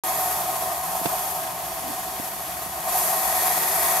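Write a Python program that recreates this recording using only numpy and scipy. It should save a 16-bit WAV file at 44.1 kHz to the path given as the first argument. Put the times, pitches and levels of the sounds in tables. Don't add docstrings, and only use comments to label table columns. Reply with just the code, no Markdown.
import sys
import numpy as np
from scipy import signal
from scipy.fft import rfft, irfft
from scipy.io import wavfile
from scipy.ndimage import uniform_filter1d

SR = 44100
rng = np.random.default_rng(int(sys.argv[2]) if len(sys.argv) > 2 else 0)


def pcm_store(signal):
    levels = np.round(np.clip(np.atleast_2d(signal), -1, 1) * 32767)
    wavfile.write(sys.argv[1], SR, levels.astype(np.int16).T)


N = 176400

# time_s, sizzle_db, rasp_db, hollow_db
RUB_EFFORT = [(0.04, -29, -35, -27.5), (0.3, -29, -36.5, -29.3), (0.46, -32, -36.5, -29),
              (0.8, -32.5, -38.5, -30), (1.15, -31.5, -37, -31.5), (1.32, -32, -39, -31.5),
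              (1.5, -36, -38.5, -32), (2.05, -36.3, -39.5, -35), (2.4, -35.5, -40, -36),
              (2.81, -35.5, -39.5, -33.5), (2.98, -24.5, -33, -27.5), (3.2, -27.5, -35, -28.5),
              (3.42, -26.5, -33.5, -29), (3.86, -23.5, -31, -26), (4.0, -25.5, -31.5, -27.3)]
# time_s, level_db
HIGH_RING_LEVELS = [(0.04, -46), (0.1, -38.5), (0.2, -43.5), (0.32, -42), (0.45, -51), (0.72, -44.5),
                    (0.95, -55.5), (2.8, -48), (3.1, -42.5), (3.44, -36), (4.0, -35.5)]
JUDDER_HZ, JUDDER_DB, SWAY_HZ, SWAY_DB = 88, 0.51, 6.6, 0.5


def rubbing_coils(t):
    times, *levels = np.array(RUB_EFFORT).T
    sizzle_gain, rasp_gain, hollow_gain = (undb(np.interp(t, times, db)) for db in levels)
    high_gain = undb(np.interp(t, *np.array(HIGH_RING_LEVELS).T))
    grip = undb(JUDDER_DB * wobble(JUDDER_HZ) + SWAY_DB * wobble(SWAY_HZ))
    scraping = sizzle(t) * sizzle_gain + rasp(high_gain) * rasp_gain
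    ringing = hollow_ring(t) * hollow_gain + high_ring() * high_gain + boom() * rasp_gain
    return grip * (scraping + ringing)


def catches(per_second=10000, spread_db=2):
    hits = rng.random((2, N)) < per_second / SR
    direction = np.sign(rng.standard_normal((2, N)))
    strength = undb(spread_db * rng.standard_normal((2, N)))
    return unit(hits * direction * strength)


# pitch_hz, level_db
SIZZLE_TONE = [(4000, -23.5), (6500, -10.5), (8000, -10), (10100, -5.5), (10900, -2.5), (11400, 0),
               (11950, -1), (12300, -6), (12700, 1), (13700, -4), (14800, -22), (15800, -42)]


def sizzle(t):
    clicks = wall_echoes(stereo(catches(), likeness=0.18), level_db=-5.5)
    return shape_tone(clicks, SIZZLE_TONE) * undb(1.5) * pan(0.9 + 0.4 * t)


# pitch_hz, level_db
RASP_TONE = [(100, -25), (180, -18), (260, -7.5), (340, 7), (480, 2), (560, 1.5), (900, 5.5), (1350, 4.5),
             (1680, 1.5), (2350, 1.5), (2650, -1.5), (2950, 2.5), (4000, -1.5), (4700, -0.5), (6400, -2),
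             (9000, -3), (14000, -3.5)]


def rasp(high_gain):
    clicks = wall_echoes(stereo(catches(), likeness=0.67), level_db=-3.5)
    rough = shape_tone(clicks, RASP_TONE) * undb(3.5)
    dip_depth = 0.6 * np.sqrt(high_gain / high_gain.max())
    return rough - dip_depth * ring(rough, hz=3030, width_hz=990)


# pitch_hz, base_width_hz, level_db, likeness (of left and right, -1 to 1)
HOLLOW_NOTES = [(674.3, 58, -1, 1), (743.8, 35.3, 1, 0.92), (793, 110, -9.5, 0.97), (908.4, 50, -5.5, 0.58),
                (1001, 47, -8.5, 0.8), (1076, 47, -5, 0.66), (1233, 35, -9, 0.3), (1544, 30, -15, -0.79)]
# peak_s, half_length_s, rise_db
RING_SWELLS = [(0.401, 0.014, 4), (0.714, .02, 4.5), (0.96, 0.0099, 7.5), (1.101, 0.0065, 8),
               (1.144, 0.012, 4.5), (2.883, 0.012, 6), (2.96, 0.019, 1.5), (3.138, .014, 5.5)]


def hollow_ring(t):
    notes = sum(undb(db) * ringing_note(hz, base_width * 1.55, likeness)
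                for hz, base_width, db, likeness in HOLLOW_NOTES)
    swell_db = sum(db * np.exp(-((t - peak) / half) ** 2) for peak, half, db in RING_SWELLS)
    return unit(notes) * undb(swell_db)


# pitch_hz, width_hz, level_db, likeness
HIGH_NOTES = [(1895, 168, -0.5, 0.2), (2280, 210, -6, -0.37)]


def high_ring():
    return sum(undb(db) * ringing_note(hz, width, likeness) for hz, width, db, likeness in HIGH_NOTES)


def boom():
    return ringing_note(hz=180, width_hz=64, likeness=0.79) * undb(-21)


def ringing_note(hz, width_hz, likeness):
    return unit(ring(stereo(catches(), likeness), hz, width_hz))


def wall_echoes(sound, level_db, first_s=0.0004, decay_s=0.021):
    age = np.arange(2048) / SR
    scatter = rng.standard_normal((2, len(age))) * np.exp(-age / decay_s) * (age > first_s)
    paths = (age == 0) + undb(level_db) * scatter / np.linalg.norm(scatter, axis=1, keepdims=True)
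    return signal.fftconvolve(sound, paths, axes=1)[:, :N]


# start_s, relative_level_db, contact_s, tick_db (compared with the thud)
SOFT_BUMPS = [(1.015, -7, 0.0011, -30), (1.0557, -1.5, 0.0013, -1), (1.0585, 4, 0.0007, -4),
              (1.0628, -8, 0.0039, -5), (2.1975, -8, 0.002, -30), (2.662, -17, 0.0019, -30)]
# pitch_hz, fade_s (time to fall 60 dB), level_db
THUD_NOTES = [(190, .04, -19), (313, 0.037, -2.5), (510, 0.0058, -3), (700, 0.054, 4), (910, 0.022, 6.5),
              (1610, 0.028, 3), (2700, .03, 13)]
BUMP_DB, THUD_PAN_DB, TICK_DECAY_S = -18, -11, 0.0047


def bumps(t):
    out = np.zeros((2, N))
    body = sum(undb(db) * np.sin(2 * np.pi * hz * t) * np.exp(-np.log(1000) * t / fade_s)
               for hz, fade_s, db in THUD_NOTES)[:SR // 10]
    body = signal.lfilter(*signal.butter(2, 150, "high", fs=SR), body)
    for start, db, contact_s, tick_db in SOFT_BUMPS:
        age = np.maximum(t - start, 0)
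        push = np.sin(np.pi * np.minimum(age / contact_s, 1))
        thud = signal.fftconvolve(push, body)[:N]
        thud = thud / np.abs(thud).max() * pan(THUD_PAN_DB)
        grit = rng.standard_normal((2, N)) * (t >= start) * np.exp(-age / TICK_DECAY_S)
        tick = ring(grit + 1e-18, hz=1900, width_hz=4400)
        out += undb(BUMP_DB + db) * (thud + undb(tick_db) * tick / np.abs(tick).max())
    return out


def coil_drag(t, peak_s=1.88, half_length_s=0.046):
    swell = np.exp(-((t - peak_s) / half_length_s) ** 2)
    scuff = unit(ring(rng.standard_normal(N), hz=265, width_hz=104))
    return scuff * swell * undb(-38.5) * pan(THUD_PAN_DB)


# pitch_hz, width_hz, level_db, likeness, left_minus_right_db
EQUIPMENT_HUM = [(61.6, 19, -56.5, 0.94, -1.5), (176.3, 32, -53, 0.89, -2)]
# pitch_hz, relative_level_db
ROOM_TONE = [(20, -19), (45, -6), (80, 4.5), (105, -12.5), (150, 4.5), (250, -3.5), (340, 0), (600, -21),
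             (2000, -12)]
MAINS_HZ, MAINS_DB, MAINS_WAVER_DB = 120.2, -54, 3.5


def room(t):
    mains = np.sqrt(2) * np.sin(2 * np.pi * MAINS_HZ * t) * undb(MAINS_DB - MAINS_WAVER_DB * wobble(1.5))
    hum = np.zeros((2, N))
    for hz, width, db, likeness, pan_db in EQUIPMENT_HUM:
        noise = stereo(rng.standard_normal((2, N)), likeness)
        hum += undb(db) * pan(pan_db) * unit(ring(noise, hz, width))
    air = shape_tone(stereo(rng.standard_normal((2, N)), likeness=1), ROOM_TONE) * undb(-48.5)
    return mains + hum + air


def undb(db):
    return 10 ** (np.asarray(db) / 20)


def unit(x):
    return x / np.sqrt(np.mean(x ** 2))


def wobble(hz):
    span = max(int(SR / hz), 1)
    smoothed = uniform_filter1d(rng.standard_normal(N), span, mode="wrap")
    return unit(uniform_filter1d(smoothed, span, mode="wrap"))


def shape_tone(x, points):
    hz, db = np.array(points).T
    freqs = np.maximum(np.arange(N // 2 + 1) * SR / N, 1)
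    edge_fade = np.minimum(freqs / hz[0], 1) ** 2 * np.minimum(hz[-1] / freqs, 1) ** 2
    gain = undb(np.interp(np.log(freqs), np.log(hz), db))
    return unit(irfft(rfft(x) * edge_fade * gain, N))


def ring(x, hz, width_hz):
    b, a = signal.iirpeak(hz, hz / width_hz, fs=SR)
    return signal.lfilter(b, a, signal.lfilter(b, a, x))


def stereo(pair, likeness):
    mid = pair[0] * np.sqrt((1 + likeness) / 2)
    side = pair[1] * np.sqrt((1 - likeness) / 2)
    return np.array([mid + side, mid - side])


def pan(db):
    return undb(db * np.array([[1], [-1]]) / 2)


def scene():
    t = np.arange(N) / SR
    return rubbing_coils(t) + room(t) + bumps(t) + coil_drag(t)


def record(dry, start_s=0.036, top_hz=15500):
    opened = np.arange(N) / SR >= start_s
    return signal.sosfilt(signal.ellip(8, .2, 70, top_hz, fs=SR, output="sos"), dry * opened)


dry = scene()
out = record(dry)
pcm_store(out)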